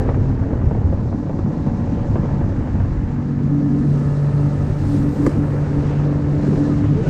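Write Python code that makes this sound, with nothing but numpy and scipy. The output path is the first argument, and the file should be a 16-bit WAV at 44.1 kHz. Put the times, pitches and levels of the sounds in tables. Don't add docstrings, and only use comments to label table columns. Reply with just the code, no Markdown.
import sys
import numpy as np
from scipy import signal
from scipy.fft import rfft, irfft, next_fast_len
from scipy.io import wavfile

SR = 44100
rng = np.random.default_rng(int(sys.argv[2]) if len(sys.argv) > 2 else 0)


def output_pcm(signal):
    pcm = np.clip(np.atleast_2d(signal).T, -1, 1) * 32767
    wavfile.write(sys.argv[1], SR, np.round(pcm).astype(np.int16))


def linear_from_db(decibels):
    return 10 ** (np.asarray(decibels, float) / 20)


N = 313017
TIME = np.arange(N) / SR


def rms_one(x):
    return x / np.sqrt(np.mean(x ** 2) + 1e-20)


def in_time(rows):
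    s, *columns = np.transpose(rows)
    return [np.interp(TIME, s, column) for column in columns]


def swell(depth_db, rate):
    r = np.exp(-80 * np.pi * rate / SR)
    draws = rng.standard_normal(N // 40 + 2002)
    slow = signal.lfilter([1], [1, -2 * r, r * r], draws)[2000:]
    return np.interp(np.arange(N) / 40, np.arange(len(slow)), linear_from_db(depth_db * rms_one(slow)))


def spells(rows, edge_s):
    s = np.arange(0, N + 40, 40) / SR
    gain = 0
    for start, length, db in rows:
        inside = np.minimum(s - start, start + length - s)
        gain = gain + linear_from_db(db) * np.clip(inside / edge_s + .5, 0, 1) ** 2
    return np.interp(TIME, s, gain)


def ring(clicks, hz, t60):
    r = linear_from_db(-60 / (t60 * SR))
    w = 2 * np.pi * hz / SR
    return signal.lfilter([0, np.sin(w)], [1, -2 * r * np.cos(w), r * r], clicks + 1e-18)


def filtered(x, order, hz, kind="low"):
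    return signal.sosfilt(signal.butter(order, hz, kind, fs=SR, output="sos"), x)


def coloured(spectrum, shared_db, own_db, rate):
    size = next_fast_len(N)
    hz = np.maximum(np.fft.rfftfreq(size, 1 / SR), 1)
    points = np.array(spectrum)
    height_db = np.interp(np.log(hz), np.log(points[:, 0]), points[:, 1], -150, -150)
    shaped = rfft(rng.standard_normal(N), size) * linear_from_db(height_db)
    together = swell(shared_db, rate)
    place = 2 * np.log2(hz)
    first, last = int(2 * np.log2(points[0, 0])), int(2 * np.log2(points[-1, 0])) + 1
    out = 0
    for centre in range(first, last + 1):
        part = irfft(shaped * np.maximum(1 - np.abs(place - centre), 0), size)[:N]
        out = out + part * swell(own_db, rate)
    return rms_one(out * together)


# time in seconds, speed in turns per s, lean from 0 to 1.
SHAFT = [(0, 43.3, 1), (.3, 43.6, 1), (.75, 46.2, 1), (1.2, 46.5, 1), (1.45, 46.95, 1), (2.5, 47, 1),
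         (2.65, 46.5, 1), (3, 47.05, 1), (3.2, 47.8, .4), (3.45, 47.65, 0), (3.6, 47.9, 0), (4.5, 47.9, 0),
         (4.65, 48.05, 0), (5.2, 47.85, 0), (5.55, 48.15, 0), (6.45, 48.45, 0), (6.62, 48.2, 0),
         (7.1, 48.45, 0)]
AERATED_DB = -9


def shaft():
    speed, lean = in_time(SHAFT)
    turn = 2 * np.pi * np.cumsum(speed * swell(.02, 7)) / SR
    return turn, lean


# time in seconds, blade tone in dB.
GRIP = [(0, -36), (.18, -10), (.5, -30), (.9, -34.5), (2.3, -18.5), (2.6, -30), (3.0, -24), (3.3, -21.5),
        (3.46, -18.5), (3.7, -19.5), (4.2, -16.5), (4.62, -20), (4.75, -25), (5.04, -18), (5.25, -28.5),
        (5.4, -21), (6.7, -20.5), (7.0, -32)]
# start in seconds, length in seconds, blade tone in dB.
BITES = [
    (.68, 0.068, -27),
    (1.35, 0.17, -27),
    (1.58, 0.3, -32),
    (2.3, 0.059, -29),
    (2.76, 0.069, -25.5),
    (6.91, 0.07, -21),
]
# start in seconds, length in seconds, level in dB.
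SURGES = [(0, 0.56, -28), (2.5, 0.13, -29), (3.1, 0.14, -43), (3.27, 0.22, -33.5), (3.5, 0.37, -22.5),
          (4.38, 0.15, -27), (4.7, 0.055, -35), (4.89, 0.23, -25), (5.18, .12, -18.5), (5.35, 0.096, -27),
          (5.72, 0.13, -27), (6.03, 0.45, -30.5), (6.36, 0.36, -30), (6.57, 0.31, -25.5),
          (6.88, 0.071, -23.5)]


def blade_tones(turn, lean):
    blade = linear_from_db(in_time(GRIP)[0] + AERATED_DB * lean) + spells(BITES, edge_s=.05)
    blade = blade * swell(1.8, 18)
    double = linear_from_db(-34.5) + spells(SURGES, edge_s=.041)
    double = double * linear_from_db(AERATED_DB * lean / 2) * swell(2.2, 14)
    return blade * np.sin(3 * turn) + double * np.sin(6 * turn + 1)


# multiple of shaft speed, level in dB.
UNEVEN = [(2, -12), (4, -5), (5, -3), (7, -23.5), (8, -24)]
# start in seconds, length in seconds, level in dB.
HUNTING = [
    (0, 0.048, -29),
    (.68, 0.18, -22),
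    (3.08, 0.17, -25.5),
    (3.3, 0.77, -26),
    (5.0, 0.05, -34.5),
    (5.22, .1, -36),
    (6.98, 0.067, -35),
]


def uneven_firing(turn, lean):
    running_db, leaning_db = -34, -28
    level = linear_from_db(running_db + (leaning_db - running_db) * lean) + spells(HUNTING, edge_s=.11)
    out = 0
    for order, db in UNEVEN:
        out = out + linear_from_db(db) * swell(2, 2.5) * np.sin(round(order) * turn + rng.uniform(0, 2 * np.pi))
    return level * linear_from_db(AERATED_DB * lean) * out


# multiple of shaft speed, running level in dB, leaning level in dB.
WHINE = [(9, -1.5, -10), (10, -2.5, -1.5), (11, -8.5, -12.5), (12, -16.5, -3), (13, -13, -12),
         (15, -12, -13), (16, -11.5, -9.5), (18, -16, -10), (19, -14.5, -8), (20, -30.5, -18),
         (21, -20.5, -17.5), (22, -16, -13), (24, -18, -24.5), (26, -14.5, -23), (27, -19, -26),
         (28, -19.5, -26.5), (30, -25, -31.5), (34, -27.5, -27.5), (36, -20.5, -24), (37, -22.5, -23.5),
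         (41, -24, -22)]
# start in seconds, length in seconds, level in dB.
LOADS = [
    (0, 0.016, -19.5),
    (1.3, 1.2, -50),
    (3.92, 0.75, -46),
    (4.95, 0.7, -47),
    (5.7, 0.63, -49.5),
]


def pump_whine(turn, lean):
    level = (linear_from_db(-44) + spells(LOADS, edge_s=.12)) * swell(1.4, 13)
    out = 0
    for order, running_db, leaning_db in WHINE:
        height = linear_from_db(running_db) + (linear_from_db(leaning_db) - linear_from_db(running_db)) * lean
        tone = np.sin(round(order) * turn + rng.uniform(0, 2 * np.pi))
        out = out + height * swell(1.6, 3) * tone
    return level * out


# start in seconds, length in seconds, level in dB.
FULL_PUMP = [
    (3.92, 0.91, -40),
    (4.95, 0.74, -46),
    (5.7, 1, -49),
]


def full_pump(turn):
    second = linear_from_db(11) * swell(2.1, 2.7) * np.sin(2 * turn)
    return spells(FULL_PUMP, edge_s=.12) * (np.sin(12 * turn) + second)


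# time in seconds, level in dB.
GUST = [(0, -16.5), (.16, -17.5), (.6, -19), (.87, -17), (1.2, -25), (1.9, -24), (2.05, -19.5),
        (2.5, -20.5), (2.9, -17), (3.2, -25.5), (3.5, -27.5), (4.05, -25.5), (4.8, -22.5), (5.08, -24),
        (5.9, -24.5), (6.55, -27), (6.9, -22.5), (7.1, -22.5)]
# frequency in Hz, density in dB per Hz.
BUFFET = [(8.8, -48), (15, -12), (81, -3), (102, 0.5), (140, -9), (180, -22), (310, -120)]


def wind():
    lumps = swell(1.5, 18)
    return linear_from_db(in_time(GUST)[0]) * lumps * coloured(BUFFET, shared_db=.4, own_db=.4, rate=25)


# time in seconds, drumming level in dB.
CHOP = [(0, -24.5), (.3, -23), (.9, -22.5), (1.1, -23), (1.5, -20.5), (2.0, -20.5), (2.6, -20.5),
        (3.0, -25), (3.3, -25), (3.7, -20), (4.3, -27.5), (4.9, -23.5), (5.28, -21.5), (5.6, -26.5),
        (6.2, -23), (6.6, -19.5), (6.9, -21), (7.1, -20.5)]
# frequency in Hz, density in dB per Hz.
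DRUM = [(110, -42), (135, -0.5), (180, 1.5), (260, -2), (330, -7), (400, -26)]


def drumming():
    lumps = swell(1.5, 24)
    return linear_from_db(in_time(CHOP)[0] - 2.0) * lumps * coloured(DRUM, shared_db=-0.1, own_db=1.33, rate=26)


# time in seconds, level in dB.
FLOW = [(0, -36), (.2, -40.5), (.67, -41), (1.1, -47.5), (1.5, -45), (2.1, -41), (2.9, -39), (3.4, -42),
        (4.3, -39), (4.93, -38.5), (5.15, -38), (5.28, -34.5), (5.4, -37), (5.87, -36), (6.25, -38),
        (6.55, -35), (7.03, -38), (7.1, -33)]
# frequency in Hz, density in dB per Hz.
WASH = [(260, -14), (330, -1.5), (383, 0.5), (466, -4.5), (516, -3.5), (663, -10), (800, -26), (950, -32.5)]


def wash(lean):
    (flow_db,), (chop_db,) = in_time(FLOW), in_time(CHOP)
    wake_db = 9.5 * np.exp(-TIME ** 4)
    lull_db = -0.5 * np.exp(-((TIME - 3.2) / .3) ** 2)
    level_db = flow_db.mean() + 8.5 + 1.5 * (flow_db - flow_db.mean())
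    level_db = level_db + 0.14 * (chop_db - chop_db.mean())
    level_db = level_db - 5.5 * lean + wake_db + lull_db
    return linear_from_db(level_db - 4.5) * swell(-1, 23) * coloured(WASH, shared_db=2.0, own_db=-2.0, rate=38)


# frequency in Hz, density in dB per Hz.
RUSH = [(560, -25), (720, 0), (885, 1), (1130, -4), (1750, -6.5), (2000, -11), (2300, -13.5), (3050, -22.5),
        (3900, -39)]


def rush(turn):
    throb = 1 + .15 * np.sin(turn) + .12 * np.sin(3 * turn)
    return linear_from_db(in_time(FLOW)[0] - 3.5) * throb * coloured(RUSH, shared_db=-0.54, own_db=0.8, rate=16)


# time in seconds, hiss in dB, fine mist relative to it in dB.
SPRAY = [(0.04, -56, -25), (0.47, -61, -27.5), (1.3, -59.5, -21), (2.0, -57, -24), (2.75, -58.5, -20),
         (3.35, -60.5, -23), (3.7, -57.5, -14.5), (3.91, -55.5, -10), (4.74, -55, -10), (4.95, -51, -5),
         (5.07, -55, -8), (5.27, -51, -8), (5.4, -57, -8), (5.82, -53.5, -14), (6.25, -56.5, -18),
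         (6.58, -49.5, -12.5), (6.9, -55.5, -18), (7.09, -50, -20)]
# frequency in Hz, density in dB per Hz.
HISS = [(2600, 3.5), (3100, -1), (4000, 2.5), (5200, 1), (6800, -1), (8000, -7.5), (9200, -21),
        (10200, -26.5), (11000, -35.5)]
# frequency in Hz, density in dB per Hz.
MIST = [(7000, -8.5), (8600, -3.5), (10000, -14.5), (11000, -15.5), (11300, -24), (11500, -80),
        (14500, -89)]


def spray():
    hiss_db, mist_db = in_time(SPRAY)
    hiss = coloured(HISS, shared_db=-0.63, own_db=0.96, rate=15)
    mist = linear_from_db(mist_db) * coloured(MIST, shared_db=.5, own_db=.5, rate=18)
    return linear_from_db(hiss_db) * (hiss + mist)


# time in seconds, level in dB.
FIZZ = [(3.95, -101), (4.4, -95), (4.47, -84), (4.95, -66.5), (5.066, -68), (5.134, -64), (5.212, -70),
        (5.268, -60), (5.286, -71), (5.6, -74), (5.63, -90), (6.0, -106)]
# start in seconds, length in seconds, level in dB.
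VEIL = [(0, .04, -82), (.09, .012, -89), (1.13, .012, -89), (1.53, .01, -95), (2.0, .012, -91),
        (2.41, .012, -92), (2.65, .01, -94), (2.73, .012, -90), (2.8, .012, -90), (2.88, .012, -90),
        (3.05, .01, -94), (3.18, .012, -90), (3.47, .48, -88), (6.4, .4, -93), (7.0, .012, -90)]
# frequency in Hz, density in dB per Hz.
DROPLETS = [(11500, -21), (12000, 4.5), (13500, 3), (15000, -8), (15750, -17)]


def fizz():
    in_foam = (TIME > FIZZ[0][0]) & (TIME < FIZZ[-1][0])
    level = in_foam * linear_from_db(in_time(FIZZ)[0]) + spells(VEIL, edge_s=.01)
    return level * coloured(DROPLETS, shared_db=.5, own_db=.5, rate=18)


# start in seconds, length in seconds, level in dB.
SHEETS = [(0, 0.11, -59), (.45, .3, -72), (1.85, 0.25, -58.5), (2.1, 0.29, -65), (2.5, .5, -66),
          (4.8, .25, -76), (5.28, 0.22, -67), (5.75, .3, -52.5), (6.05, 0.11, -58), (6.45, .15, -58.5),
          (6.72, 0.34, -52), (7.03, .1, -45)]
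# start in s, length in s, pitch in Hz, width in Hz, level in dB.
HOLLOWS = [
    (3.9, 1.2, 1280, 67, -50),
    (4.4, 0.74, 890, 80, -52),
    (3.6, 2, 1750, 88, -59),
    (1.5, 1.2, 850, 57, -51),
]


def sheets():
    white = rng.standard_normal(N)
    falling = rms_one(filtered(white, 2, [1700, 3100], "band"))
    out = spells(SHEETS, edge_s=.18) * swell(1.5, 14) * falling
    for start, length, hz, width_hz, db in HOLLOWS:
        breath = filtered(white, 1, [hz - width_hz / 2, hz + width_hz / 2], "band")
        out = out + spells([(start, length, db)], edge_s=.12) * rms_one(breath)
    return out


# time in seconds, peak level in dB.
SPLASHES = [
    (0.0, -40),
    (0.141, -56),
    (2.155, -52),
    (5.264, -21.5),
    (5.292, -31),
    (5.3154, -40),
    (6.48, -36.5),
    (7.094, -31.5),
]


def splashes():
    s, peak_db = np.transpose(SPLASHES)
    bursts = np.zeros(N)
    bursts[(s * SR).astype(int)] = linear_from_db(peak_db - 9.0)
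    fading = signal.lfilter([1], [1, -linear_from_db(-60 / (0.061 * SR))], bursts)
    return filtered(fading * rng.standard_normal(N), 3, [4000, 8600], "band")


def patter():
    ends_s, fades_s, knocks_per_s = 3.0, .3, 700
    rate = knocks_per_s * np.clip((ends_s - TIME) / fades_s, 0, 1)
    born = np.flatnonzero(rng.random(N) < rate / SR)
    sizes = linear_from_db(4 * np.minimum(rng.exponential(1, len(born)), 2.2)) * rng.choice([-1, 1], len(born))
    pitches = np.geomspace(420, 1900, 8)
    dealt = rng.integers(0, len(pitches), len(born))
    out = 0
    for k, hz in enumerate(pitches):
        clicks = np.zeros(N)
        clicks[born[dealt == k]] = sizes[dealt == k] * linear_from_db(-7.0 * np.log2(hz / 420))
        out = out + ring(clicks, hz, t60=7.4 / hz)
    return linear_from_db(-40.0) * filtered(rms_one(out), 2, 2500)


# time in seconds, peak in dB, thud relative to it in dB, brightness in dB per octave.
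SLAPS = [(0.074, -23, 3, 5), (0.088, -16, -6, 0), (0.142, -21.5, -33, 7), (0.424, -29.5, -9, -3),
         (0.531, -26, -2, -11), (0.614, -23.5, -18, 3), (0.709, -23, 1, -8), (0.747, -23.5, 1, -6),
         (0.774, -31, -9, -10), (0.926, -26.5, 6, -12), (0.974, -31.5, 3, -13), (1.125, -29.5, -8, -14.5),
         (1.295, -29.5, -4, -18.5), (1.386, -25, 10, -1), (1.503, -33, -10, -13), (1.669, -26, -4, -11),
         (1.679, -27.5, -8, -2), (1.79, -25.5, -6, -3), (1.811, -31, -5, -5), (1.87, -32, -1, -4),
         (1.972, -30.5, -12, -10), (2.155, -18, -2, -5), (2.231, -26.5, 7, -12), (2.252, -26, -5, -8),
         (2.409, -28, -5, -1), (2.441, -29, -12, 4), (2.672, -25, -5, -2), (2.8, -21, 1, 0),
         (5.263, -26, 19, 5), (5.986, -24, -7, 3), (6.125, -33, -12, -14), (6.839, -22, -10, 4)]
# pitch in Hz, level in dB, t60 in seconds.
PANELS = [(490, 7, 0.017), (646, -7.5, 0.011), (696, 8.5, 0.013), (920, 4, 0.017), (1130, 3.5, 0.016),
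          (1340, -10, 0.037), (1620, -8.5, 0.016), (1900, -10, 0.015), (2284, -18.5, 0.015)]


def slaps():
    s, peak_db, thud_db, bright_db = np.transpose(SLAPS)
    at = (s * SR).astype(int)
    spread = rng.standard_normal((len(at), len(PANELS)))
    late = rng.random((len(at), len(PANELS), 3)) * [.0035, .01, .02] * SR
    out = np.zeros(N)
    for k, (hz, db, t60) in enumerate(PANELS):
        clicks = np.zeros(N)
        height = linear_from_db(peak_db + db - 10.5 + bright_db * np.log2(hz / 1000) + spread[:, k])
        height = height * np.sign(spread[:, k - 1])
        for touch in range(3):
            wait = late[:, k, :touch + 1].sum(axis=1).astype(int)
            clicks[at + wait] += height * linear_from_db(-3.5 * touch)
        out += ring(clicks, hz, t60)
    thuds = np.zeros(N)
    thuds[at + int(.005 * SR)] = linear_from_db(peak_db + thud_db)
    thuds = filtered(thuds + 1e-18, 2, 700)
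    out += ring(thuds, 220, 0.035) + ring(thuds, 330, 0.043)
    return filtered(out, 3, 2400)


def slosh():
    s, peak_db = np.transpose(SLAPS)[:2]
    rise_s, t60_s = 0.0039, 0.053
    bursts = np.zeros(N)
    bursts[(s * SR).astype(int)] = linear_from_db(peak_db - 12.5)
    fading = signal.lfilter([1], [1, -linear_from_db(-60 / (t60_s * SR))], bursts + 1e-18)
    rise = np.exp(-1 / (rise_s * SR))
    puff = signal.lfilter([1 - rise], [1, -rise], fading)
    return filtered(2.38 * puff * rng.standard_normal(N), 2, [450, 1700], "band")


# start in seconds, first pitch in Hz, last pitch in Hz, length in s, level in dB.
GULPS = [
    (5.261, 124, 130, 0.025, -10),
    (6.635, 1680, 1770, 0.054, -41),
    (6.691, 1300, 1155, .06, -38),
    (7.055, 1423, 1570, 0.036, -34.5),
    (6.80, 95, 114, 0.11, -15),
    (6.88, 128, 206, 0.12, -15),
    (6.94, 386, 490, 0.099, -22.5),
    (7.0, 121, 139, 0.046, -13),
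    (7.05, 128, 189.5, 0.072, -10.5),
    (7.06, 488, 585, 0.069, -25),
]


def gulps():
    out = np.zeros(N)
    for s, start_hz, end_hz, length, db in GULPS:
        part = np.linspace(0, 1, int(length * SR))
        phase = 2 * np.pi * np.cumsum(start_hz + (end_hz - start_hz) * part) / SR
        wave = np.sin(phase) * np.sin(np.pi * part)
        at = int(s * SR)
        out[at:at + len(wave)] += linear_from_db(db) * wave[:N - at]
    return out


# pitch in Hz, level in dB, t60 in seconds.
DECK = [(504, 4, 0.036), (934, -12, 0.028), (1168, 0, 0.025), (1390, -10, 0.012), (1730, -7, .022),
        (2040, -6, .018)]


def knock():
    at_s, level_db = 5.2635, -14
    out = np.zeros(N)
    for hz, db, t60 in DECK:
        clicks = np.zeros(N)
        clicks[int((at_s + 1.5 / hz) * SR)] = linear_from_db(level_db + db)
        out += ring(clicks, hz, t60)
    return filtered(out, 2, 2800)


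def muffled(x):
    return filtered(x, 6, 4200)


def scene():
    turn, lean = shaft()
    tones = blade_tones(turn, lean) + uneven_firing(turn, lean) + pump_whine(turn, lean) + full_pump(turn)
    water = drumming() + wash(lean) + rush(turn)
    drops = spray() + fizz() + splashes()
    hits = patter() + slaps() + gulps()
    dull_sounds = muffled(sheets() + slosh() + knock())
    mix = np.sqrt(2) * tones + wind() + water + drops + hits + dull_sounds
    return mix[None]


def low_pass(x):
    return signal.sosfilt(signal.butter(12, 15750, fs=SR, output="sos"), x)


def record(dry):
    mix = .9 * np.tanh(dry / .9)
    return low_pass(mix)


dry = scene()
out = record(dry)
output_pcm(out)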